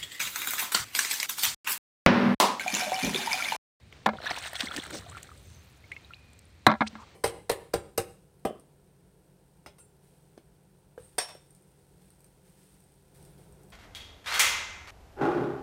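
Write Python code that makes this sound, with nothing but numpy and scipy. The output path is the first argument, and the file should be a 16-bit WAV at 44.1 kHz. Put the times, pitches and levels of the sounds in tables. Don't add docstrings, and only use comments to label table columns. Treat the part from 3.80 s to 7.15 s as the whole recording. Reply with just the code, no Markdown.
import sys
import numpy as np
from scipy import signal
from scipy.io import wavfile

SR = 44100
rng = np.random.default_rng(int(sys.argv[2]) if len(sys.argv) > 2 else 0)


def master(y):
    cut = np.clip(np.atleast_2d(y).T, -1, 1)
    pcm = np.round(cut * 32767)
    wavfile.write(sys.argv[1], SR, pcm.astype(np.int16))


N = 147735
IMPACT_SPREAD_DB = 4.2
# pitch in Hz, level in dB.
SPRAY_TONE = [(1500, -22), (3500, -3.5), (5200, -9), (7000, -9.5), (8600, -3), (10000, -19), (12500, -29),
              (15300, -15), (16500, -42)]


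def stride():
    # time in seconds, level in dB.
    slosh_levels = [(0.3, -46), (0.392, -57), (0.53, -53), (0.682, -73), (0.818, -84), (0.834, -48),
                    (0.916, -57.5), (0.99, -48.5), (1.016, -66.5), (1.146, -40), (1.238, -62.5),
                    (1.298, -59.5), (1.7, -66.5)]
    churn_levels = [(.3, -68), (.42, -47.5), (.47, -37.5), (.54, -39), (.61, -45.5), (.66, -36.5),
                    (.715, -52.5), (.76, -41.5), (.78, -47.5), (.805, -35), (.83, -42), (.975, -43),
                    (1.02, -45.5), (1.09, -49.5), (1.15, -45), (1.24, -55), (1.37, -52), (1.45, -57.5),
                    (1.7, -75)]
    spray_levels = [(.3, -86), (.42, -64.5), (.48, -56.5), (.54, -50), (.585, -53), (.61, -50),
                    (.675, -43.5), (.705, -58), (.76, -48), (.805, -46.5), (.85, -46), (.92, -56.5),
                    (.975, -45), (1.02, -54), (1.09, -59), (1.15, -45), (1.19, -50.5), (1.23, -61.5),
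                    (1.45, -65.5), (1.7, -64.5)]
    # pitch in Hz, level in dB.
    slosh_tone = [(60, -24), (170, -4), (300, -4), (550, -3), (900, -15.5), (2500, -48)]
    churn_tone = [(200, -44), (500, -5), (760, 3), (1020, -8), (1400, 4), (1850, 3), (2600, -4), (3400, -4),
                  (4200, 0.5), (5200, -24), (9000, -18)]
    moving = np.interp(np.arange(N) / SR, [.28, .36, 1.6, 1.9], [0, 1, 1, 0])
    slosh = amp(.5) * level(slosh_levels) * colour(patter(500, 4.2, wash=.55), slosh_tone)
    big_drops = droplets(524, 5570, per_s=1700, t60=.005, wash=.55)
    churn = amp(-6) * level(churn_levels) * colour(big_drops, churn_tone)
    fine_drops = droplets(2020, 15900, per_s=4200, t60=.002, wash=.55)
    spray = amp(-.5) * level(spray_levels) * colour(fine_drops, SPRAY_TONE)
    bubbling = amp(-7) * level(churn_levels) * fizz()
    swells = unit(amp(2.7 * wander(N, .008)))
    return moving * (slosh + swells * (churn + spray) + bubbling)


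def fizz(per_s=400):
    # pitch in Hz, level in dB.
    tone = [(500, -2.5), (800, -5.5), (1050, 3.5), (1700, -1.5), (2600, -7), (3500, 4), (4500, -15),
            (6000, -2.5)]
    pitches, out = np.geomspace(650, 6000, num=36), np.zeros(N)
    for hz in pitches:
        births = rng.random(N) < per_s / len(pitches) / SR
        sizes = amp(IMPACT_SPREAD_DB * np.minimum(rng.exponential(1, N), 2))
        ping = np.sqrt(hz) * bubble(hz, t60=24 / np.sqrt(hz * pitches[0]))
        out += signal.oaconvolve(births * sizes, ping)[:N]
    return unit(colour(out, tone))


def slaps(width_octaves=.48):
    # start in seconds, level in dB, fade time in seconds, middle pitch in Hz.
    smacks = [(0.125, -41, 0.025, 2240), (0.458, -30, 0.069, 1620), (0.473, -31, 0.021, 2220),
              (0.5065, -40, 0.023, 4180), (0.509, -25.5, 0.031, 776), (0.5092, -34, 0.041, 290),
              (0.514, -39, 0.016, 1400), (0.561, -36.5, 0.14, 2630), (0.585, -37, 0.049, 6400),
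              (0.640, -38, 0.051, 2600), (0.657, -43, 0.12, 1260), (0.7328, -29, 0.0065, 12100),
              (0.732, -29, 0.018, 1610), (0.744, -41.5, 0.029, 2180), (0.754, -25, 0.018, 3530),
              (0.794, -34, 0.11, 3280), (0.8054, -19, 0.014, 3540), (0.8083, -20, 0.019, 3400),
              (0.856, -35, 0.053, 4020), (0.940, -29, 0.011, 1250), (0.9625, -35, 0.069, 276),
              (0.963, -21, 0.014, 3580), (0.969, -23, 0.0074, 3230), (0.98, -27, 0.01, 2940),
              (1.144, -40, 0.037, 890), (1.375, -37, 0.045, 1960)]
    out, hz = np.zeros(N), np.geomspace(50, 16000, num=40)
    for s, db, t60, centre_hz in smacks:
        octaves = np.log2(hz / centre_hz)
        shape_db = -10 * np.log10(1 + (2 * octaves / width_octaves) ** 2) - 5 * np.maximum(octaves, 0)
        add(out, s, amp(db - .5) * colour(burst(t60, .00091), np.column_stack([hz, shape_db])))
    return out


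def bubbles():
    # start in seconds, level in dB, pitch in Hz, fade time in seconds,
    # share by which the pitch rises in that time (below zero it falls).
    pings = [(0.372, -35, 3460, 0.0085, 0.038), (0.386, -31, 1350, 0.018, 0.28),
             (0.403, -32, 680, 0.019, -0.24), (0.442, -31, 620, 0.029, 0.65),
             (0.466, -23, 1677, 0.053, 0.14), (0.4749, -20, 3680, 0.0076, 0.046),
             (0.504, -26.5, 5230, 0.016, -0.18), (0.507, -22, 1830, 0.022, 0.029),
             (0.5145, -22.5, 2050, 0.017, 0.23), (0.515, -24, 4180, .014, 0.42),
             (0.575, -26, 870, 0.019, 0.32), (0.731, -32.5, 715, 0.021, -0.69),
             (0.764, -27, 3420, 0.023, -0.12), (0.871, -27, 2040, 0.032, 0.29),
             (0.885, -27.5, 3350, 0.017, 0.34), (0.911, -29.5, 1340, 0.039, 0.18),
             (0.918, -29, 3440, 0.023, -0.13), (0.921, -34, 1470, 0.025, 0.19),
             (0.977, -25.5, 1794, 0.031, -0.0039), (0.999, -26, 3300, 0.016, 0.51),
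             (1.034, -34, 2020, 0.031, 0.071), (1.062, -32, 1400, 0.018, -0.16),
             (1.264, -41, 710, 0.065, -0.073), (1.2981, -33, 7100, 0.01, 0.86),
             (1.313, -41, 7730, 0.013, 0.52), (1.319, -41, 1150, 0.054, 0.24),
             (1.349, -37.5, 1390, 0.075, -0.056), (1.37, -28.5, 1330, 0.011, -0.26),
             (1.491, -38, 1310, 0.017, 0.12), (1.516, -40.5, 1250, 0.036, -0.084),
             (2.04, -48, 2120, 0.063, 0.35), (2.117, -31, 1940, 0.071, 0.73),
             (2.1195, -23.5, 2400, 0.0093, -0.34), (2.165, -34, 2164, 0.038, -0.012),
             (2.165, -38, 2580, 0.029, 0.11), (2.247, -44, 3900, 0.024, -0.051),
             (2.307, -40.5, 1370, 0.055, 0), (2.336, -30.5, 2590, 0.012, 0.38),
             (2.3435, -37, 3660, 0.012, 1), (2.654, -46.5, 9000, 0.0076, 0.35)]
    out = np.zeros(N)
    for s, db, hz, t60, rise in pings:
        add(out, s, amp(db) * bubble(hz, t60, rise))
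    return out


def gulps():
    # start in seconds, level in dB, length in seconds, first and last pitch in Hz.
    pockets = [(0.831, -29, 0.017, 290, 217), (0.979, -30, 0.017, 410, 200),
               (1.128, -37.5, 0.023, 313, 276)]
    out = np.zeros(N)
    for s, db, length, from_hz, to_hz in pockets:
        progress = np.linspace(0, 1, round(length * SR))
        turns = np.cumsum(from_hz + (to_hz - from_hz) * progress) / SR
        add(out, s, amp(db) * np.sin(np.pi * progress) ** 2 * np.sin(2 * np.pi * turns))
    return out


def drips():
    # start in seconds, level in dB.
    ticks = [(0.733, -37), (.9308, -37), (0.948, -30), (0.967, -21), (1.0374, -28.5), (1.066, -32),
             (1.1055, -28), (1.369, -40), (1.4294, -25.5), (2.118, -40), (2.532, -42.5), (2.5903, -37)]
    # pitch in Hz, level in dB.
    tone = [(1000, -21), (3500, 4), (5500, -2), (8000, 12), (10500, -2), (15500, -6.5)]
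    out = np.zeros(N)
    for s, db in ticks:
        add(out, s, amp(db - 6.5) * colour(burst(t60=.014, rise_s=.001), tone))
    return out


def knocks(rise_s=.00073, grip_s=2.945, grip_t60=.06, boom_below_hz=400):
    # start in seconds, level in dB, pitch in Hz above which it is dulled,
    # crack level in dB, boost of the low notes in dB, pitch in Hz that the struck spot favours.
    blows = [(0.2603, -22.5, 2950, 5.5, 10, 990), (0.2624, -13.5, 1110, 0, -8.5, 910),
             (0.2631, -27, 7600, 1, -3, 900), (0.2687, -28, 1990, -12, 7, 1500),
             (0.278, -22, 915, -6.5, -9, 800), (0.289, -27, 1740, 6, 0, 2280),
             (0.2925, -25, 1100, -19, -23, 820), (0.334, -35, 1280, -1.5, -2, 810),
             (0.353, -40, 1000, -12, -12, 800), (2.8658, -13, 7240, 2, 3.5, 4000),
             (2.8684, -9, 2630, -6, 5.5, 1140), (2.8833, -19.5, 1690, -7, -9, 1100),
             (2.887, -16, 1690, -17, 0.5, 1300), (2.894, -21, 1514, -0.5, 6, 1200),
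             (2.900, -22, 1500, -1, 0, 1123), (2.9046, -27, 2210, -1, -1, 1100),
             (2.915, -21.5, 2020, 0, 6, 1320), (2.9232, -26.5, 1400, 1, -3, 1300),
             (2.929, -30, 700, -10, 0, 300), (2.938, -29, 1600, 0.5, -3, 1100),
             (2.951, -33, 1720, -4.5, -12, 1100), (3.0071, -21, 1770, 1.5, 8, 1530),
             (3.0148, -20, 1510, -3.5, 4, 2000), (3.0188, -21.5, 1390, 4, -6.5, 990),
             (3.129, -57.5, 400, -17, 15, 220), (3.153, -39, 1900, 0, 5.5, 1320)]
    # pitch in Hz, level in dB, fade time in seconds.
    body_notes = [(129.4, -21, 0.042), (218.6, -10, 0.21), (308, -12.5, 0.059), (604, -8, 0.067),
                  (767, -12.5, 0.097), (957, -15.5, 0.08), (1107, -7, 0.028), (1366, -16.5, 0.11),
                  (1664, -12.5, 0.083), (2112, -8.5, 0.049), (2398, -18, 0.065), (3950, -35, 0.022),
                  (3990, -11, 0.04)]
    # pitch in Hz, level in dB.
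    crack_tone = [(25, -65), (60, -17.5), (200, 0.5), (450, 3), (950, 8.5), (2000, 2), (2750, -6.5),
                  (3700, 2.5), (5300, -9), (8500, -13), (15500, -9.5)]
    # start in seconds, level in dB, pitch in Hz, fade time in seconds.
    thumps = [(2.869, -18, 129, 0.092)]
    t, out = np.arange(SR // 4) / SR, np.zeros(N)
    for s, db, dull_hz, crack_db, boom_db, spot_hz in blows:
        grip_db = -60 * np.maximum(s + t - grip_s, 0) / grip_t60 * (s < grip_s)
        ring = 0
        for k, (hz, note_db, t60) in enumerate(body_notes):
            turns = hz * np.cumsum(1 + .035 * wander(len(t), .005)) / SR
            spot_db = 10 * np.exp(-(np.log2(hz / spot_hz) / .43) ** 2)
            low_db = (boom_db + grip_db) * (hz < boom_below_hz)
            fade = amp(note_db + spot_db + low_db - 60 * t / t60)
            ring += (-1) ** k * fade * np.sin(2 * np.pi * turns)
        blow = amp(.5) * ring * np.minimum(t / rise_s, 1)
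        add(blow, 0, amp(crack_db + 4.5) * colour(burst(.026, rise_s), crack_tone))
        blow = signal.lfilter(*signal.butter(1, min(dull_hz, SR / 3), fs=SR), blow)
        blow = signal.lfilter(*signal.butter(2, min(dull_hz * 2.47, SR * .45), fs=SR), blow)
        add(out, s, amp(db) * blow)
    for s, db, hz, t60 in thumps:
        add(out, s, amp(db - 60 * t / t60) * np.sin(2 * np.pi * hz * t) * np.minimum(t * hz, 1))
    return out


def swish(start_s=3.061, length_s=.027, from_hz=700, to_hz=6100, width_hz=1900, top_hz=9400):
    progress, out = np.linspace(0, 1, round(length_s * SR)), np.zeros(N)
    hz = from_hz + (to_hz - from_hz) * progress
    noise = rng.standard_normal(len(progress))
    rub = unit(resonate(resonate(noise, hz, width_hz), hz, width_hz))
    rub += amp(-16) * 2 * progress * colour(noise, SPRAY_TONE)
    add(out, start_s, amp(-36) * rub * np.sin(np.pi * progress) ** 2)
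    return signal.sosfilt(signal.butter(6, top_hz, fs=SR, output="sos"), out)


def swills():
    # start and length in seconds, level in dB, pitch and band width in Hz.
    sheets = [(1.12, 0.084, -49, 5660, 1200), (3.173, 0.079, -50.5, 1030, 410),
              (3.198, 0.036, -66, 6560, 2535)]
    out = np.zeros(N)
    for s, length, db, hz, width in sheets:
        add(out, s, amp(db) * hiss(length, hz, width))
    return out


def trickle():
    # time in seconds, level in dB.
    levels = [(0, -67.5), (.11, -64.5), (.135, -56), (.2, -59.5), (.3, -59.5), (1.5, -70), (1.75, -61.5),
              (2.0, -64.5), (2.15, -58.5), (2.4, -65), (2.9, -66.5), (3.13, -56.5), (3.2, -57.5),
              (3.26, -58), (3.35, -60.5)]
    # pitch in Hz, level in dB.
    tone = [(100, -6.5), (400, 4.5), (1100, -1.5), (2000, -3), (4000, -5), (6000, -11.5), (8500, -19.5),
            (10500, -48), (15500, -25.5)]
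    return level(levels) * colour(patter(2500, 2.5, wash=1), tone)


def foam(per_s=550):
    # time in seconds, level in dB.
    levels = [(0, -83), (.4, -83), (1.2, -70.5), (1.85, -70), (2.25, -76.5), (3.35, -81)]
    # pitch in Hz, level in dB.
    tone = [(2000, -41), (6000, 2), (9000, 0.5), (15500, -3.5)]
    pops = patter(per_s, IMPACT_SPREAD_DB, wash=0) + droplets(5000, 16000, per_s, t60=.002, wash=0)
    return level(levels) * colour(unit(pops), tone)


def insects():
    # start and length in seconds, pitch and band width in Hz, level in dB,
    # pulses per second (the sign does not matter).
    calls = [(1.61, 0.24, 6240, 200, -63.5, 108), (2.15, 0.48, 2460, 129, -65.5, -0.5)]
    out = np.zeros(N)
    for s, length, hz, width, db, pulses_per_s in calls:
        note = hiss(length, hz, width)
        pulses = np.cos(np.pi * pulses_per_s * np.arange(len(note)) / SR) ** 2
        add(out, s, amp(db) * note * pulses)
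    return out


def night_air():
    # pitch in Hz, level in dB.
    hiss_tone = [(20, -32.5), (45, -14.5), (70, -0.5), (110, -7.5), (170, -13.5), (300, -21), (600, -30),
                 (1200, -37.5), (2000, -30), (2500, -27), (3000, -38), (4200, -30.5), (5500, -47.5),
                 (9000, -38.5), (10500, -60), (15500, -69)]
    rumble_tone = [(40, -43.5), (70, 6), (110, 0.5), (180, -10), (400, -36.5), (1500, -48.5)]
    # time in seconds, level in dB.
    rumble_levels = [(0, -58), (1.0, -60.5), (1.3, -52), (1.55, -61), (1.75, -51.5), (1.95, -82),
                     (3.35, -69.5)]
    steady = amp(-57) * colour(rng.standard_normal(N), hiss_tone)
    return steady + level(rumble_levels) * colour(rng.standard_normal(N), rumble_tone)


def bubble(hz, t60, rise=.14, attack_s=.00021):
    t = np.arange(0, t60 * 1.2, 1 / SR)
    turns = np.cumsum(hz * (1 + rise * t / t60)) / SR
    return np.sin(2 * np.pi * turns) * (1 - np.exp(-t / attack_s)) * amp(-60 * t / t60)


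def droplets(low_hz, high_hz, per_s, t60, wash, count=32):
    out = np.zeros(N)
    for hz in np.linspace(low_hz, high_hz, count):
        at = rng.integers(0, N, round(per_s / count * N / SR))
        sizes = amp(IMPACT_SPREAD_DB * np.minimum(rng.exponential(1, len(at)), 3))
        out += signal.oaconvolve(np.bincount(at, sizes, N), bubble(hz, t60))[:N]
    return unit(unit(out) + wash * rng.standard_normal(N))


def patter(per_s, spread_db, wash):
    sizes = amp(spread_db * np.minimum(rng.exponential(1, N), 3))
    clicks = sizes * rng.choice([-1., 1.], N) * (rng.random(N) < per_s / SR)
    return unit(unit(clicks) + wash * rng.standard_normal(N))


def burst(t60, rise_s):
    t = np.arange(SR // 8) / SR
    return rng.choice([-1., 1.], len(t)) * np.minimum(t / rise_s, 1) * amp(-60 * t / t60)


def hiss(length, hz, width):
    noise = rng.standard_normal(round(length * SR))
    return unit(resonate(resonate(noise, hz, width), hz, width)) * signal.windows.tukey(len(noise))


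def resonate(x, hz, width):
    turn = np.exp(2j * np.pi * np.cumsum(hz * np.ones(len(x))) / SR)
    decay = np.exp(-np.pi * width / SR)
    return 2 * (turn * signal.lfilter([1 - decay], [1, -decay], x / turn)).real


def colour(x, tone):
    hz, db = np.transpose(tone)
    f = abs(np.fft.fftfreq(4096, 1 / SR))
    log_gain = np.log(amp(np.interp(np.log(f + 1), np.log(hz + 1), db)))
    response = np.exp(np.conj(signal.hilbert(log_gain)))
    taps = np.fft.ifft(response).real[:len(f) // 2]
    return signal.fftconvolve(x, taps / np.linalg.norm(taps))[:len(x)]


def wander(length, step_s):
    at = np.arange(length) / (step_s * SR)
    knots = rng.standard_normal(int(at[-1]) + 2)
    return np.interp(at, np.arange(len(knots)), knots)


def level(curve):
    s, db = np.transpose(curve)
    return amp(np.interp(np.arange(N) / SR, s, db))


def amp(db):
    return 10 ** (np.asarray(db) / 20)


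def unit(x):
    return x / np.sqrt(np.mean(x ** 2) + 1e-20)


def add(mix, s, sound):
    part = mix[max(round(s * SR), 0):][:len(sound)]
    part += sound[:len(part)]


def scene():
    close = knocks() + swish()
    water = stride() + slaps() + swills() + trickle() + bubbles() + gulps() + drips() + foam()
    return (close + water + night_air() + insects())[None]


def record(dry, top_hz=15750):
    low_pass = signal.firwin(255, top_hz, window=("kaiser", 9), fs=SR)
    return signal.oaconvolve(np.clip(dry, -1, 1), low_pass[None], "same")


dry = scene()
out = record(dry)
master(out)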